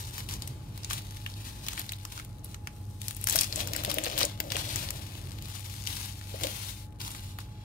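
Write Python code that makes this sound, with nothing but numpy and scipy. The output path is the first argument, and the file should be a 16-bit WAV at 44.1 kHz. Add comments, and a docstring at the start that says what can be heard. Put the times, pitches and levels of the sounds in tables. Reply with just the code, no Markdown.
"""An appliance hums in a quiet room as hands crumple small plastic sachets in a wooden desk nook, left of
a microphone with two openings (ports). Creases snap and the film rustles with tiny cracks. At 3 s the
hands lift toward the near port and tear and shake the sachets, louder now; until 5 s they also bump and
rub a hollow cup, which rings briefly. Softer rustling follows, the cup is bumped again near 6.4 s, and
around 7 s the hands sink back to the desk with a few last snaps."""
import sys
import numpy as np
from scipy import signal
from scipy.fft import rfft, irfft, next_fast_len
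from scipy.io import wavfile
from scipy.ndimage import uniform_filter1d

SR = 44100
rng = np.random.default_rng(int(sys.argv[2]) if len(sys.argv) > 2 else 0)


def file_out(sig):
    """Save sig as 16-bit WAV at sys.argv[1]."""
    # one column per channel
    cols = np.atleast_2d(sig).T
    # limit, then scale
    lim = np.clip(cols, -1, 1)
    pcm = np.round(lim * 32767).astype(np.int16)
    wavfile.write(sys.argv[1], SR, pcm)


N = 336924
T = np.arange(N) / SR

# creases that snap: t/s, level over 2 ms/dB, favoured f/Hz, fall away from it/(dB per octave, unsigned)
CREASE_SNAPS = [(0.1813, -28.5, 2160, 3), (0.205, -35, 2070, 6.5), (0.29, -32, 3900, 5.1),
                (0.311, -32, 5140, 1), (0.3388, -29.5, 5540, 3), (0.422, -28.5, 4800, 2.5),
                (0.476, -29.5, 7280, 4), (0.7772, -36, 3900, 2), (0.834, -36.5, 5940, 9),
                (0.8466, -27, 4070, 7), (0.909, -25.5, 1450, 8.5), (0.9324, -22.5, 4480, 3.5),
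                (1.109, -39, 5540, 5), (1.17, -39, 3810, 5), (1.2634, -27, 3200, 6), (1.685, -22, 5540, 1),
                (1.7332, -30, 3420, 0.5), (1.7777, -29, 1960, 5), (1.795, -24, 11030, 4),
                (1.8929, -28.5, 3770, 7), (1.921, -27, 4750, 1), (1.9345, -33, 3770, 16),
                (2.052, -29.5, 3060, 0.5), (2.1226, -34, 4830, 4), (2.178, -33.5, 1460, 6.5),
                (2.1987, -33.5, 1480, 6.7), (2.2487, -38.5, 10290, 7), (2.446, -31.5, 11820, 7),
                (2.5452, -34, 3600, 10), (2.6728, -28.5, 2320, 3), (3.0173, -29, 3700, 6.5),
                (3.0829, -21.5, 11820, 4), (3.1095, -28, 11030, 3), (3.148, -35, 8960, 8),
                (3.167, -30.5, 10400, 8.5), (3.2137, -30, 11820, 5), (3.2414, -20.5, 10290, 4.5),
                (3.272, -15.5, 5140, 2.5), (3.287, -19, 5000, 3), (3.298, -13.5, 6790, 10),
                (3.3091, -22, 6900, 10), (3.3257, -21, 11820, 5), (3.3582, -12, 13580, 2),
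                (3.361, -22, 11820, 2.5), (3.3645, -14, 11820, 3), (3.3889, -12.5, 5830, 6),
                (3.4102, -15, 7280, 3.5), (3.4126, -15, 8960, 6), (3.434, -22, 5170, 8),
                (3.4442, -25.5, 4760, 14), (3.5265, -23, 4300, 9), (3.5596, -20.5, 9200, 5.5),
                (3.6049, -22.5, 3500, 7), (3.6737, -25, 2740, 1.5), (3.7346, -22, 13700, 3),
                (3.7505, -30, 2000, 9), (3.7637, -21, 5910, 1.5), (3.8369, -25, 6790, -1),
                (3.849, -19.5, 2090, 2), (3.8988, -25, 3600, -4), (3.904, -23.5, 1210, -1),
                (3.9149, -20.5, 3640, 4.5), (3.9424, -20.5, 13580, 4), (3.985, -17.5, 3500, 4),
                (4.0386, -22.5, 7240, 9), (4.0457, -24.5, 3880, 3), (4.058, -24, 4150, -3),
                (4.0654, -24, 3440, 8), (4.1788, -18, 2760, 3), (4.187, -18, 9000, 5),
                (4.192, -20, 6330, -1), (4.2072, -18, 5540, 6), (4.231, -15, 4030, 6),
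                (4.2523, -17.5, 7500, 9), (4.403, -17.5, 4340, 2.5), (4.504, -28, 2930, 5.5),
                (4.5204, -20.5, 5100, 3), (4.557, -23.5, 2900, 14), (4.5674, -20.5, 3150, 4),
                (4.7597, -19.5, 5800, 4), (4.9062, -22.5, 8360, 2.5), (5.3188, -37, 5000, -2),
                (5.3877, -39, 3700, -3), (5.4239, -34.5, 4270, 1.5), (5.867, -30, 4260, 7),
                (5.873, -21.5, 3030, 7), (6.213, -37.5, 1400, 5), (6.412, -36, 5000, 2),
                (6.4357, -20, 8960, 0.6), (6.44, -23.5, 3640, 7), (6.47, -24.5, 3900, -3),
                (7.0045, -36.5, 3810, 5), (7.0145, -31, 4500, 5.5), (7.0925, -42, 900, 5),
                (7.116, -34.5, 8460, 8), (7.1494, -35.5, 1900, 5), (7.3873, -33.5, 1500, 2.5),
                (7.4043, -41, 1500, 0.5)]
# the film between grips: t/s, level/dB, extra treble/dB, crumpling share (0 slides, 1 cracks)
FILM_HANDLING = [(0, -50, 8.5, 0.77), (.6, -58.5, 3, 0.32), (1.1, -52.5, 5, 0.7), (1.55, -53.5, 4.5, 0.53),
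                 (1.8, -48, 3.5, 0.87), (2.4, -67, 8, 0.67), (2.95, -65, 12, 0.72), (3.5, -47, 4, 0.54),
                 (4.1, -40, -6, 0.91), (4.35, -51.5, -1, 0.66), (4.95, -45, 3.5, 0.54),
                 (5.3, -52.5, 3, 0.7), (5.75, -49, 6.5, 0.58), (6.18, -54, 5.5, 0.6),
                 (6.38, -46.5, 4, 0.54), (6.8, -55, 8.5, 0.2), (6.92, -74, 8.5, 0.9),
                 (7.35, -63.5, 5.5, 0.43), (7.64, -57.5, -3.5, 0.36)]
# fingers grip the film: t/s, hold/s, level/dB, change over the hold/dB
FINGER_GRIPS = [(.035, 0.16, -56, 11), (.29, 0.059, -43, -2), (.42, 0.091, -49, -9),
                (.903, 0.081, -39.5, -3.5), (1.11, 0.14, -58, 3), (1.45, 0.034, -47, 1),
                (1.63, 0.11, -51, 7.5), (1.775, 0.016, -36.5, -3), (2.122, 0.1, -48.5, -11),
                (2.44, 0.12, -57.5, -4.5), (3.01, 0.36, -51, -1), (3.275, 0.17, -35.5, 1.5),
                (3.53, 0.08, -45, 12.5), (3.737, 0.066, -44.5, -2), (3.85, 0.073, -42, 8.5),
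                (4.045, 0.031, -32.5, -4), (4.18, 0.04, -37.5, 10.5), (4.219, 0.0098, -35, -4),
                (4.503, 0.082, -46, 11.5), (4.6, 0.19, -39.5, 4.5), (4.81, 0.034, -35.5, 3),
                (5.45, 0.11, -47, -1), (5.872, 0.23, -40.5, -7.5), (6.41, 0.052, -38, -5),
                (6.47, 0.24, -42.5, -1), (7.005, 0.31, -49, -5), (7.39, 0.028, -51.5, -2.5)]
# tone of the rustling film: f/Hz, level/dB
FILM_TONE = [(500, -11), (900, 1), (1400, -4.5), (2200, -1), (4000, 3), (7000, -4.5), (11000, -4.5),
             (15500, -8.5)]
# the favourite pitch of each rubbing spot on the film: f/Hz
FILM_SPOTS_HZ = [1460, 2530, 3540, 6330]
# the hands lift off the desk and return: t/s, far port level/dB, papery tone from the desk/dB
HAND_LIFT = [(2.9, -1.5, 3), (3.1, -4.5, -0.5), (6.8, -4.5, -3), (7.05, 0, 5)]
# the papery tone that the desk adds: f/Hz, level/dB
DESK_TONE = [(400, -10), (1200, -6.5), (2400, -30.5)]
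# bumps on the cup: t/s, peak level/dB, main f/Hz as the hand squeezes it
CUP_BUMPS = [(3.35, -24.5, 648), (3.571, -32.5, 625), (3.879, -21.5, 580), (3.97, -27.5, 623),
             (4.066, -25, 607), (4.207, -31, 530), (4.235, -19, 580), (4.402, -30, 650),
             (4.548, -26.5, 590), (6.34, -30, 533), (6.412, -32, 536), (6.441, -30, 532)]
# the cup's ringing notes: multiple of the main pitch, level/dB, time to fade by 60 dB/s
CUP_NOTES = [(1, 6, 0.068), (1.2, -1.5, 0.028)]
# a hand rubs along the cup: t/s, hold/s, level/dB, change over the hold/dB
CUP_RUBS = [(3.33, 0.045, -48, 2), (3.55, 0.684, -43, 5), (4.45, 0.57, -43.5, -8.5),
            (6.41, 0.03, -43.5, 10)]
# tone of the rubbed cup: f/Hz, level/dB
RUB_TONE = [(250, -27.5), (303, -3), (380, -22.5), (580, -6.5), (800, -17.5), (1100, -31.5)]
# tone of the room's rumble: f/Hz, level/dB
ROOM_TONE = [(15, -82), (32, -7.5), (114, 2.5), (185, -12), (317, -17.5), (503, -25.5), (911, -29),
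             (1440, -35), (16000, -73)]
# the appliance's hum: f/Hz, level/dB, pitch wander/Hz
HUM_NOTES = [(49.4, -52.5, 5.98), (99.1, -46, 3.005), (199.4, -60.5, 4.18), (303, -65, 4.72),
             (842, -65, 4.14)]
# how the far port is shaded from the treble: f/Hz, level/dB
FAR_PORT_TONE = [(300, 4), (1000, -6), (4000, -6.5), (9000, -6.5), (15000, -10)]

FAR_LAG_S, TOP_HZ = .00042, 15700  # delay to the far port, where the treble is cut


def crease_snaps(click_s=.00014, fuzz_s=.001, fuzz_db=-12, ring_oct=.62, width_oct=.27):
    """A crease snaps: a sharp click with faint, brief fuzz on both sides and its own favoured pitch."""
    start, db, hz, slope_db = np.transpose(CREASE_SNAPS)[:, :, None]
    size = 512
    t = (np.arange(size) - size // 2) / SR
    shape = np.exp(-np.abs(t) / click_s) + undb(fuzz_db) * np.exp(-np.abs(t) / fuzz_s)
    burst = (rng.standard_normal((len(start), size)) + 2 * (t == 0)) * shape
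    f = np.maximum(np.arange(size // 2 + 1) * SR / size, 50)
    octaves_away = np.abs(np.log2(f / hz))
    ring = ring_oct * np.exp(-(octaves_away / width_oct) ** 2)
    bass_cut_db = 9 * np.maximum(np.log2(1100 / f), 0)
    tone_db = -np.abs(slope_db) * (octaves_away - ring) - bass_cut_db
    burst = irfft(rfft(burst) * undb(tone_db) * (f < TOP_HZ), size)
    burst = burst / np.linalg.norm(burst, axis=1, keepdims=True) * np.sqrt(.002 * SR) * undb(db)
    return np.array([place(start[:, 0] + t[0], port) for port in reach_ports(burst)])


def film_rustle(cracks_per_s=150, crack_s=.0005, scatter_db=4, flicker_db=5, spot_db=5, turns_db=5):
    """Spots on the film take turns: sliding makes hiss, crumpling makes tiny cracks of uneven size."""
    times, *columns = np.transpose(FILM_HANDLING)
    quiet_db, bright_db, crumple = (np.interp(T, times, column) for column in columns)
    gain = np.hypot(undb(quiet_db), hand_moves(FINGER_GRIPS, rise_db_per_s=1399, fall_db_per_s=320))
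    shape = (len(FILM_SPOTS_HZ), N)
    kicks = rng.random(shape) < cracks_per_s / SR
    kicks = kicks * undb(scatter_db * np.minimum(rng.exponential(1, shape), 4))
    fades = signal.lfilter([1], [1, -np.exp(-1 / (crack_s * SR))], kicks)
    cracks = fades * rng.standard_normal(shape)
    hiss = rng.standard_normal(shape) * undb(flicker_db * crumple * wobble(80))
    film = colour(crumple * set_level(cracks, 0) + np.sqrt(1 - crumple ** 2) * hiss, FILM_TONE)
    spots = []
    for sound, hz in zip(film, FILM_SPOTS_HZ):
        pitched = colour(sound, [(hz / 1.4, 0), (hz, spot_db), (hz * 1.4, 0)])
        spots.append(pitched * undb(turns_db * crumple * wobble(8)))
    film = set_level(np.array(spots), 1.9) / np.sqrt(len(spots))
    treble = colour(film, [(3000, -13), (9000, 1)])
    return shifting_spots(gain * (film + (undb(bright_db) - 1) * treble))


def cup_bumps(scrape_s=.0084):
    """Soft, scraping bumps ring the hollow cup, each with its own mix of the cup's notes."""
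    start, peak_db, hz = np.transpose(CUP_BUMPS)[:, :, None]
    t = np.arange(6000) / SR
    ring = 0
    for multiple, db, fade_s in CUP_NOTES:
        struck_db = db + 3.4 * rng.standard_normal(start.shape)
        ring += np.sin(2 * np.pi * multiple * hz * t) * undb(struck_db - 60 * t / fade_s)
    scrape = rng.standard_normal((len(start), 2048)) * np.exp(-t[:2048] / scrape_s)
    bumps = signal.fftconvolve(ring, scrape, axes=1)
    return place(start[:, 0], bumps / np.abs(bumps).max(axis=1, keepdims=True) * undb(peak_db))


def cup_rubs():
    """Uneven rubbing makes the cup's walls and the air inside it ring."""
    friction = colour(rng.standard_normal(N) * undb(.54 * wobble(30)), RUB_TONE)
    return set_level(friction, 0) * hand_moves(CUP_RUBS, rise_db_per_s=163, fall_db_per_s=170)


def hand_moves(moves, rise_db_per_s, fall_db_per_s):
    """Loudness of hand movements that rise, hold and die away; where they overlap, their powers add."""
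    t = T[::32]
    start, hold_s, db, change_db = np.transpose(moves)[:, :, None]
    held_db = db + change_db * np.clip((t - start) / hold_s, 0, 1)
    before_db = rise_db_per_s * np.maximum(start - t, 0)
    after_db = fall_db_per_s * np.maximum(t - start - hold_s, 0)
    return np.interp(T, t, np.linalg.norm(undb(held_db - before_db - after_db), axis=0))


def shifting_spots(spots, size=24000):
    """The spots keep moving, so each short, overlapping piece of their sound gets its own echoes."""
    hop = size // 2
    padded, window = np.pad(spots, ((0, 0), (hop, size))), np.hanning(size)
    out = np.zeros((2, N + 3 * size))
    for i in range(0, N + hop, hop):
        heard = np.sum(reach_ports(padded[:, i:i + size] * window), axis=1)
        out[:, i:i + heard.shape[1]] += heard
    return out[:, hop:hop + N]


def reach_ports(sounds, far_echo_db=10):
    """Each sound (one a row) reaches both ports with echoes, later and duller at the far one."""
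    count = len(sounds)
    paths = echoes(count)
    paths[1] *= undb(far_echo_db)
    paths[0, :, 0] = 1  # straight to the near port
    far_lags = int(FAR_LAG_S * SR) + rng.integers(-2, 3, count)
    paths[1, np.arange(count), far_lags] = 1
    paths[1] = colour(paths[1], FAR_PORT_TONE)
    return signal.fftconvolve(sounds[None], paths, axes=2)


def echoes(count, nook_fade_s=.016, room_fade_s=.2):
    """Sound bounces off the nook's close walls, then the room: fading noise for each spot and port."""
    t = np.arange(SR // 10) / SR
    nook = undb(-60 * t / nook_fade_s) * (t > .001)
    room = undb(-60 * t / room_fade_s) * (t > .005)
    fade = nook / np.linalg.norm(nook) * undb(-12.5) + room / np.linalg.norm(room) * undb(-21)
    return colour(rng.standard_normal((2, count, len(t))) * fade, [(2000, 6.5), (16000, 3.5)])


def room_background(air_db=-44):
    """The room rumbles alike at both ports, its faint hiss differs, and an appliance's hum wavers."""
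    shared, apart = (colour(rng.standard_normal(N), ROOM_TONE) for _ in range(2))
    apart = colour(apart, [(60, -24), (130, -17.5), (300, -9.5), (700, -1)])
    near, far = shared + apart, colour(shared - apart, [(500, 0), (15000, -9)])
    air = set_level(np.array([near, far]), air_db)
    hum = 0
    for hz, db, wander_hz in HUM_NOTES:
        gain = np.sqrt(2) * undb(db + 2.6 * wobble(13))
        hum += gain * np.sin(2 * np.pi * np.cumsum(hz + wander_hz * wobble(10)) / SR)
    return air * undb(2 * wobble(3.65)) + hum


def undb(db):
    """Turn decibels into a number to multiply by."""
    return np.exp(np.asarray(db) * (np.log(10) / 20))


def set_level(x, db):
    """Scale a sound to an average (RMS) level."""
    return x * undb(db) / np.sqrt(np.mean(x ** 2))


def colour(x, table):
    """Shape a sound's tone along a curve of (f/Hz, level/dB) points."""
    size = next_fast_len(x.shape[-1])
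    hz, db = np.transpose(table)
    f = np.maximum(np.arange(size // 2 + 1) * SR / size, 1)
    gain = undb(np.interp(np.log(f), np.log(hz), db))
    return irfft(rfft(x, size) * gain, size)[..., :x.shape[-1]]


def wobble(steps_per_s):
    """A smooth random drift around zero."""
    hold = int(SR / steps_per_s)
    steps = np.repeat(rng.standard_normal(N // hold + 1), hold)
    return uniform_filter1d(uniform_filter1d(steps, hold), hold)[:N]


def place(times, sounds):
    """Lay each short sound at its time."""
    out = np.zeros(N + sounds.shape[1])
    for start, sound in zip(times, sounds):
        i = int(start * SR)
        out[i:i + len(sound)] += sound
    return out[:N]


def scene():
    """Mix film, cup and room; lifting the hands thins the film's tone and dims it at the far port."""
    cup = cup_bumps() + cup_rubs()
    cup = np.array([cup, undb(-4.5) * np.roll(cup, int(FAR_LAG_S * SR))])
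    near, far = crease_snaps() + film_rustle()
    times, far_db, desk_db = np.transpose(HAND_LIFT)
    film = np.array([near, far * undb(np.interp(T, times, far_db))])
    film += (undb(np.interp(T, times, desk_db)) - 1) * colour(film, DESK_TONE)
    return film + cup + room_background()


def record(dry):
    """The loudest snaps are softly limited, and the highest treble is cut."""
    limited = .85 * np.tanh(dry / .85)
    return signal.sosfilt(signal.ellip(10, .3, 70, TOP_HZ, fs=SR, output="sos"), limited)


dry = scene()
out = record(dry)
file_out(out)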